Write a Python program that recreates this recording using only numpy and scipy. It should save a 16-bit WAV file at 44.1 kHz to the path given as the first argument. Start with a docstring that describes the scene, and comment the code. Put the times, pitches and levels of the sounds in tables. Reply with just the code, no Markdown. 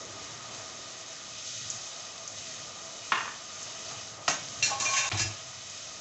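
"""Fat fizzes and spits over a soft gas flame as a curry simmers in a thin metal pot in a small hard kitchen.
A dish is set down; a ladle knocks and scrapes the pot and jolts the stove top; all falls silent for 8 ms.
Fizz, roar and rumble are filtered noise with wandering levels; struck things are sums of decaying modes,
and scrapes are stick-slip noise driving the pot's modes.
The microphone is a phone whose treble ends near 8 kHz."""
import sys
import numpy as np
from scipy import signal
from scipy.fft import rfft, irfft
from scipy.io import wavfile
from scipy.ndimage import uniform_filter1d

SR = 44100
rng = np.random.default_rng(int(sys.argv[2]) if len(sys.argv) > 2 else 0)


def elevation(decibels):
    """Turn decibel levels (scalar or array-like) into linear amplitude ratios."""
    levels = np.asarray(decibels, float)
    return 10 ** (levels / 20)


def wav_record(signal):
    """Record a signal, one row per channel, as 16-bit PCM in the file named by sys.argv[1]."""
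    frames = np.transpose(np.atleast_2d(signal))
    bounded = np.clip(frames, -1, 1)
    # unit amplitude maps onto the largest positive 16-bit level
    quanta = np.round(bounded * 32767).astype(np.int16)
    wavfile.write(sys.argv[1], SR, quanta)


N = 264893
T = np.arange(N) / SR
HZ = np.arange(N // 2 + 1) * SR / N + 1  # the added 1 Hz keeps the logarithm finite
SILENT_FROM_S, SOUND_AGAIN_S = 5.0915, 5.0995


def unit(x):
    """Normalisation: scale to rms 1."""
    return x / np.sqrt(np.mean(x ** 2))


def onset(x):
    """Normalisation by the attack: rms 1 / 3 over the first 10 ms, which puts the peak near 1."""
    return x / 3 / np.sqrt(np.mean(x[:SR // 100] ** 2))


def colour(x, points):
    """Linear filtering: gain in dB at points in Hz, joined on a log frequency axis."""
    hz, db = np.transpose(points)
    return irfft(rfft(x) * elevation(np.interp(np.log(HZ), np.log(hz), db)), N)


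def band(x, lo_hz, hi_hz):
    """Causal band-pass filtering."""
    return signal.sosfilt(signal.butter(2, [lo_hz, hi_hz], "band", fs=SR, output="sos"), x)


def walk(rate):
    """Slow random modulation: levels drawn at this rate per second, smoothed twice, rms 1."""
    hold = int(SR / rate)
    steps = np.repeat(rng.standard_normal(N // hold + 1), hold)
    return unit(uniform_filter1d(uniform_filter1d(steps, hold), hold)[:N])


def clicks(per_s, spread_db):
    """Poisson-like impulses: random in time, most small and a few large."""
    size = elevation(spread_db * np.minimum(rng.exponential(size=N), 5))
    return (rng.random(N) < per_s / SR) * rng.standard_normal(N) * size


def burst(lo_hz, hi_hz, t60):
    """Exponentially decaying band of noise."""
    puff = band(rng.standard_normal(SR // 4), lo_hz, hi_hz)
    return onset(puff * elevation(-60 * T[:SR // 4] / t60))


def ring(modes):
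    """Modal superposition: decaying sines, neighbours in opposite phase."""
    t = T[:SR // 2]
    out = 0
    for k, (hz, db, t60) in enumerate(modes):
        out = out + (-1) ** k * elevation(db - 60 * t / t60) * np.sin(2 * np.pi * hz * t)
    return onset(out)


def rattle(modes, contact_s):
    """Modal excitation by a short uneven contact, at first flat in spectrum, that weakens by 16 dB."""
    contact = rfft(rng.standard_normal(int(contact_s * SR)))
    contact = irfft(contact / np.abs(contact))
    contact = contact * elevation(-16 * np.linspace(0, 1, len(contact)))
    return onset(band(signal.fftconvolve(ring(modes), contact)[:SR // 2], 170, 7800))


def strike(events, response):
    """Superposition: sound a response at each (start in seconds, level in dB)."""
    out = np.zeros(N + len(response))
    for s, db in events:
        start = int(s * SR)
        out[start:start + len(response)] += elevation(db) * response
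    return out[:N]


def favour(hz, contact_hz, lift_db):
    """Modal coupling: the place of contact lifts, in dB, the wall modes near its own pitch."""
    return lift_db * np.exp(-(np.log(hz / contact_hz) / 0.067) ** 2)  # width in natural log of Hz


def rumble():
    """Band noise with a falling envelope: a low rumble that dies away from the start."""
    start_db, fade_db_per_s = -54.5, 11.5
    level_db = start_db - fade_db_per_s * T + 2.5 * walk(12)
    return elevation(level_db) * unit(band(rng.standard_normal(N), 260, 560))


# Air resonances of the pot. Each row: frequency in Hz, width in Hz, boost in dB (negative for a dip).
POT_AIR = [(655.5, 25, 7.5), (1237, 62, 9.5), (1914, 170, 4.5), (2447, 39, 2.5), (2956, 24, 5),
           (3780, 26, 7.5), (4520, 390, -2.5), (6400, 77, 8)]


def pot_air(x):
    """Cavity resonance: standing waves in the open pot lift their own pitches."""
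    gain = 1
    for hz, width_hz, boost_db in POT_AIR:
        gain = gain + (elevation(boost_db) - 1) / (1 + (2 * (HZ - hz) / width_hz) ** 2)
    return unit(irfft(rfft(x) * gain, N))


# Colour of the flame noise ahead of the pot's air. Each row: frequency in Hz, relative gain in dB.
ROAR_COLOUR = [(18, -65), (34, -23.5), (113, -3.5), (412, -7.5), (667, -2), (908, -8.5), (1210, -5.5),
               (1680, -11.5), (1850, -10), (2720, -16.5), (3000, -11.5), (3900, -45.5), (6600, -120)]


def flame():
    """Turbulent noise: a gas roar fluttering by octaves, a wavering stove-top boom, a faint burner whistle."""
    parts = 0
    for lo_hz in 20 * 2. ** np.arange(9):
        parts = parts + elevation(1.56 * walk(8)) * band(rng.standard_normal(N), lo_hz, 2 * lo_hz)
    roar = pot_air(colour(parts, ROAR_COLOUR) * elevation(0.88 * walk(6)))
    boom_hz, boom_width_hz = 111, 38.5
    boom = band(rng.standard_normal(N), boom_hz - boom_width_hz / 2, boom_hz + boom_width_hz / 2)
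    boom = unit(boom * elevation(2.2 * walk(5.1)))
    whistle_hz, whistle_db = 2190, -64.5
    whistle = np.sin(2 * np.pi * np.cumsum(whistle_hz + 2.6 * walk(3)) / SR)
    return roar, boom, elevation(whistle_db) * whistle


# Colour of the bubble noise ahead of the pot's air. Each row: frequency in Hz, relative gain in dB.
FIZZ_COLOUR = [(820, -54.5), (1400, -9), (1710, -21.5), (1850, -12.5), (2300, -13.5), (2520, -3.5),
               (2750, -10.5), (3000, -4.5), (3340, -5.5), (6420, -1.5), (7800, -5), (10100, -24.5),
               (17200, -120)]


def fizz():
    """Random superposition: tiny steam bubbles burst in the fat, each band flaring alone; droplets crackle."""
    bubbling = 0
    for centre in 1500 * 1.2913 ** np.arange(7):
        bubbles = rng.standard_normal(N) + 0.5 * unit(clicks(2500, spread_db=3.0))
        flicker = elevation(0.29 * walk(9) + 0.93 * walk(40))
        bubbling = bubbling + flicker * band(bubbles, centre / 1.185, centre * 1.137)
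    flare = elevation(1.1 * walk(6))  # shared by all bands
    droplets = signal.fftconvolve(clicks(250, spread_db=2.5), burst(3000, 7500, 0.011))[:N]
    crackle = elevation(-13.5) * unit(band(droplets, 3000, 7500))
    return pot_air(colour(bubbling, FIZZ_COLOUR) * flare) + crackle


# Loudest spits of fat. Each row: start in seconds, level in dB, pitch in Hz.
SPITS = [(1.7013, -24, 6790), (2.277, -30, 6550), (3.629, -32.5, 6800), (3.789, -36, 5960),
         (4.01, -38, 5500), (4.07, -36.5, 6400), (5.699, -36.5, 6640)]


def spits():
    """Bubble resonance: single bigger bubbles pop with a short bright ring and a splutter."""
    out = 0
    for s, db, hz in SPITS:
        pop = 0.72 * ring([(hz, 0, 0.02)])[:SR // 4]
        splutter = burst(0.83 * hz, 1.09 * hz, 0.078)
        out = out + strike([(s, db)], pop + splutter)
    return out


# Modes of dish and counter. Each row: frequency in Hz, relative level in dB, 60 dB decay time in seconds.
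COUNTER = [(360, -13, 0.05), (564, -13.5, 0.04), (703, -8.5, 0.04), (860, -3.5, 0.03), (1030, 3.5, 0.02),
           (1170, 11.5, 0.026), (1285, 7, 0.035), (1410, 10.5, 0.02), (1560, 2.5, 0.017), (1769, 7, 0.07),
           (1900, 6, 0.022), (2130, -5.5, 0.026), (2380, 1, 0.02), (2490, 10, 0.032), (2820, 9, 0.026),
           (3360, -7, 0.02), (3930, -18, 0.02), (4440, -9, 0.019)]
# Blows of the dish. Each row: start in seconds, level in dB, pitch in Hz of the modes it favours.
SET_DOWN = [(3.1200, -13.5, 1800), (3.1290, -20, 1200), (3.1550, -22.5, 1450), (3.1750, -27, 1200),
            (3.1860, -29, 1750), (3.2050, -29, 1800), (3.2550, -33, 1250), (3.277, -32, 1200),
            (3.2880, -35.5, 1750)]


def counter():
    """Impact excitation: a dish set down hard, with a bounce; modes in a dense clack over a dull knock."""
    out = 0
    for s, db, contact_hz in SET_DOWN:
        modes = []
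        for hz, mode_db, t60 in COUNTER:
            lift_db = 5.5 * np.exp(-(np.log(hz / contact_hz) / 0.17) ** 2)
            modes.append((hz, mode_db + lift_db, t60))
        clack = elevation(1) * burst(840, 2000, 0.025) + elevation(-8) * burst(2200, 3800, 0.051)
        knock = elevation(-19.5) * burst(220, 480, 0.06)
        out = out + strike([(s, db)], rattle(modes, 0.0068))
        out = out + strike([(s, db)], clack + knock)
    return out


# Modes of the stove top. Each row: frequency in Hz, relative level in dB, 60 dB decay time in seconds.
STOVE_TOP = [(52.5, -15, 0.25), (96.8, 5.5, 0.24), (107.7, 9, 0.12), (160, -18, 0.145), (232, -5.5, 0.13),
             (327, 1, 0.13), (432, -8, 0.093), (620, -7, 0.098), (737, 1, 0.13)]
# Jolts. Each row: start in seconds, level in dB, level in dB of the upper modes against the boom.
THUMPS = [(5.113, -45, 19), (5.123, -26.5, -7), (5.142, -47.5, 22), (5.200, -28.5, -1), (5.243, -29.5, 0),
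          (5.29, -37, 2.5)]


def thumps():
    """Plate modes: soft jolts of the stove top, whose two strongest low modes beat."""
    soften = np.clip(T[:SR // 2] / 0.012, 0, 1)
    boom, upper = ring(STOVE_TOP[:3]) * soften, ring(STOVE_TOP[3:]) * soften
    out = 0
    for s, db, upper_db in THUMPS:
        out = out + strike([(s, db)], band(boom + elevation(upper_db) * upper, 35, 1000))
    return out


# Modes of the pot wall, scraped and struck. Each row: frequency in Hz, relative level in dB,
# 60 dB decay time in seconds.
POT = [(640, -8, 0.12), (815, -11.5, 0.052), (1091, -4.5, 0.064), (1542, -2.5, 0.065), (1700, -3.5, 0.065),
       (2116, -16, 0.1), (2240, -6.5, 0.18), (2400, -2.5, 0.16), (2552, -14.5, 0.1), (2710, -4.5, 0.12),
       (2930, -11, 0.14), (3200, -8.5, 0.068), (3686, -3.5, 0.036), (3910, -2, 0.073), (4065, -1.5, 0.079),
       (4280, -2.5, 0.053), (4750, -15.5, 0.059), (5060, -7, 0.07), (5100, -10, 0.087), (5500, -7.5, 0.098),
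       (5735, -3.5, 0.037), (5900, -6, 0.067), (6140, -6, 0.08), (6295, -5.5, 0.056), (6540, -4, 0.035),
       (6640, -11.5, 0.05), (6940, -2, 0.074), (7000, -10, 0.05), (7290, -5.5, 0.046), (7500, -6, 0.033)]
# Ladle strokes. Each row: touch in seconds, moment the release begins in seconds, level in dB at touch against
# that moment, drive in dB at that moment of bright rasp, middle rasp and dull rub,
# wall pitch in Hz favoured by the contact.
SCRAPES = [(4.285, 4.313, 1, -31.5, -30, -36.5, 6160), (4.632, 4.663, -2, -28, -31, -50, 5600),
           (4.629, 4.652, 4, -34, -38.5, -51, 4300), (4.684, 4.717, -4.5, -58, -50, -32.5, 790),
           (4.801, 5.1, -4, -33.5, -35, -37.5, 1090), (4.851, 4.848, -4, -42, -32, -53, 2400),
           (4.812, 4.899, -1.5, -39, -49, -45, 5900), (4.936, 4.981, -11, -27, -26, -48, 2470),
           (5.042, 5.048, -8, -41.5, -34, -43.5, 2380), (5.121, 5.147, -2, -38, -32.5, -35.5, 3900),
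           (5.176, 5.213, -4.5, -25.5, -28, -41.5, 5060)]


def scrapes():
    """Stick-slip friction: chatter drives the wall modes, each stroke letting go at the same rate."""
    release_db_per_s, wall_ring_db = 254, 6
    slips = unit(clicks(4000, spread_db=0.5)) + 1.1 * rng.standard_normal(N)
    slips = slips * elevation(1.25 * walk(60))
    bands = [unit(band(slips, lo, hi)) for lo, hi in ((3900, 7100), (1920, 3430), (540, 1320))]
    strokes = []
    for touch, release, touch_db, *levels, _ in SCRAPES:
        press_db = np.interp(T, [touch, release, release + 1], [touch_db, 0, -release_db_per_s])
        same_side = (T < SILENT_FROM_S) == (touch < SILENT_FROM_S)  # no stroke spans the silence
        on = np.clip((T - touch) / 0.0087 + 1, 0, 1) * same_side
        chatter = sum(elevation(db) * part for db, part in zip(levels, bands))
        strokes.append(on * elevation(press_db) * chatter)
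    strokes = np.array(strokes)
    contact_hz = np.array(SCRAPES)[:, -1]
    sung = 0
    for hz, db, t60 in POT:
        drive = elevation(favour(hz, contact_hz, lift_db=7)) @ strokes
        peak = signal.iirpeak(hz, hz * t60 * np.pi / np.log(1000), fs=SR)  # Q from the decay time
        sung = sung + signal.lfilter(*peak, elevation(wall_ring_db + db + 1.9 * walk(18)) * drive)
    return sung + elevation(-10) * strokes.sum(axis=0)


# Modes of the ladle. Each row: frequency in Hz, relative level in dB, 60 dB decay time in seconds.
LADLE = [(250, -11, 0.03), (600, -1, 0.022), (676, 1.5, 0.029), (900, 3.5, 0.0094), (1135, 2, 0.015),
         (1250, 2.5, 0.023), (1390, 6.5, 0.019), (1875, -1.5, 0.023), (2380, -1.5, 0.0078),
         (2930, 1.5, 0.008)]
# Ladle blows. Each row: start in seconds, levels in dB of ladle, pot wall and crack,
# pitch in Hz of the crack and of the wall modes it favours.
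BLOWS = [(3.911, -38, -41, -39, 1250), (4.2790, -12.5, -19, -22, 4970), (4.2830, -24, -29, -20, 5600),
         (4.299, -29.5, -40, -20.5, 6360), (4.6250, -36, -13.5, -28, 2720), (4.658, -47, -22.5, -27, 6940),
         (4.665, -54, -21.5, -37, 5735), (4.694, -50, -48, -31, 1820), (4.8, -43, -19.5, -27, 6900),
         (4.8070, -48, -22, -26.5, 6500), (4.936, -36, -24, -30.5, 2930), (5.1148, -29.5, -30.5, -23, 2130),
         (5.1203, -45, -31, -24, 3900), (5.1727, -46, -33, -30.5, 7000), (5.195, -28, -36, -25, 5000)]


def blows():
    """Impact excitation: each blow rings ladle and pot wall, cracks and thuds in its own measure."""
    thud_under_crack_db = -13.5
    out = 0
    for s, ladle_db, wall_db, crack_db, crack_hz in BLOWS:
        modes = [(hz, db + favour(hz, crack_hz, lift_db=13.3), t60) for hz, db, t60 in POT]
        wall = band(ring(modes), 2220, 7300)  # a hard short contact reaches the upper modes
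        crack = burst(0.71 * crack_hz, 1.28 * crack_hz, 0.055)
        thud = burst(110, 330, 0.15)
        out = out + strike([(s, ladle_db)], rattle(LADLE, 0.0061))
        out = out + strike([(s, wall_db)], wall)
        out = out + strike([(s, crack_db)], crack)
        out = out + strike([(s, crack_db + thud_under_crack_db)], thud)
    return out


# Decay of the room. Each row: frequency in Hz, 60 dB decay time in seconds.
KITCHEN = [(100, 1), (500, 0.48), (2000, 0.42), (8000, 0.25)]


def kitchen(near, far):
    """Diffuse reverberation: the tail loses its treble first; far things are heard more through the room."""
    near_wet_db, far_wet_db, build_up_s = -11, -8, 0.013
    t, tail = T[:SR], 0
    hz, t60 = np.transpose(KITCHEN)
    for centre in 90 * 2. ** np.arange(7):
        decay_s = np.interp(np.log(centre), np.log(hz), t60)
        noise = band(rng.standard_normal(SR), centre / np.sqrt(2), centre * np.sqrt(2))
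        tail = tail + noise * elevation(-60 * t / decay_s)
    tail = tail * np.clip(t / build_up_s, 0, 1)  # reflections build up
    tail = tail / np.sqrt(np.sum(tail ** 2))
    send = elevation(near_wet_db) * near + elevation(far_wet_db) * far
    return near + far + signal.fftconvolve(send, tail)[:N]


# Levels of the simmering. Each row: time in seconds, levels in dB of fizz, flame roar and stove-top boom.
SIMMER = [(0.0, -43, -48.5, -54.5), (0.4, -43.5, -48, -57.5), (1.0, -44, -51, -66),
          (1.35, -43.5, -49, -61.5), (1.55, -41.5, -51, -55.5), (1.75, -42.5, -49, -60),
          (2.05, -43.5, -49.5, -73), (2.45, -42.5, -49, -56.5), (2.75, -44, -49.5, -56),
          (3.0, -43.5, -48.5, -69), (3.55, -42.5, -49, -63), (3.75, -42.5, -49.5, -58),
          (3.95, -42, -46.5, -53), (4.1, -42.5, -48.5, -55), (4.2, -47.5, -47.5, -58),
          (4.27, -43, -49.5, -61), (4.6, -41, -47.5, -55.5), (5.4, -43, -48, -54),
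          (5.65, -43.5, -49.5, -60.5), (6.0, -42.5, -49, -63)]
# Response of the phone microphone. Each row: frequency in Hz, gain in dB.
PHONE = [(20, 8), (80, -1), (7300, 0), (7700, -2.5), (8000, -9), (8400, -15), (8700, -51.5), (16000, -70)]


def scene():
    """Superposition and gating: all sound stops dead, tails included, and resumes after a brief silence."""
    roar, boom, whistle = flame()
    layers = fizz(), roar, boom
    near = blows() + scrapes() + spits()
    s, *levels = np.transpose(SIMMER)
    steady = whistle + rumble() + thumps()
    for db, layer in zip(levels, layers):
        steady = steady + elevation(np.interp(T, s, db)) * layer
    out = 0
    for heard, far in ((T < SILENT_FROM_S, counter()), (T > SOUND_AGAIN_S, 0)):
        out = out + heard * colour(steady + kitchen(heard * near, far), PHONE)
    return out[None]


def low_pass(x):
    """Removes everything above the highest recorded frequency."""
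    return signal.sosfilt(signal.butter(12, 8580, fs=SR, output="sos"), x)


def record(dry):
    """Signal chain: the finished mix passes on to its last stage."""
    return low_pass(dry)


dry = scene()
out = record(dry)
wav_record(out)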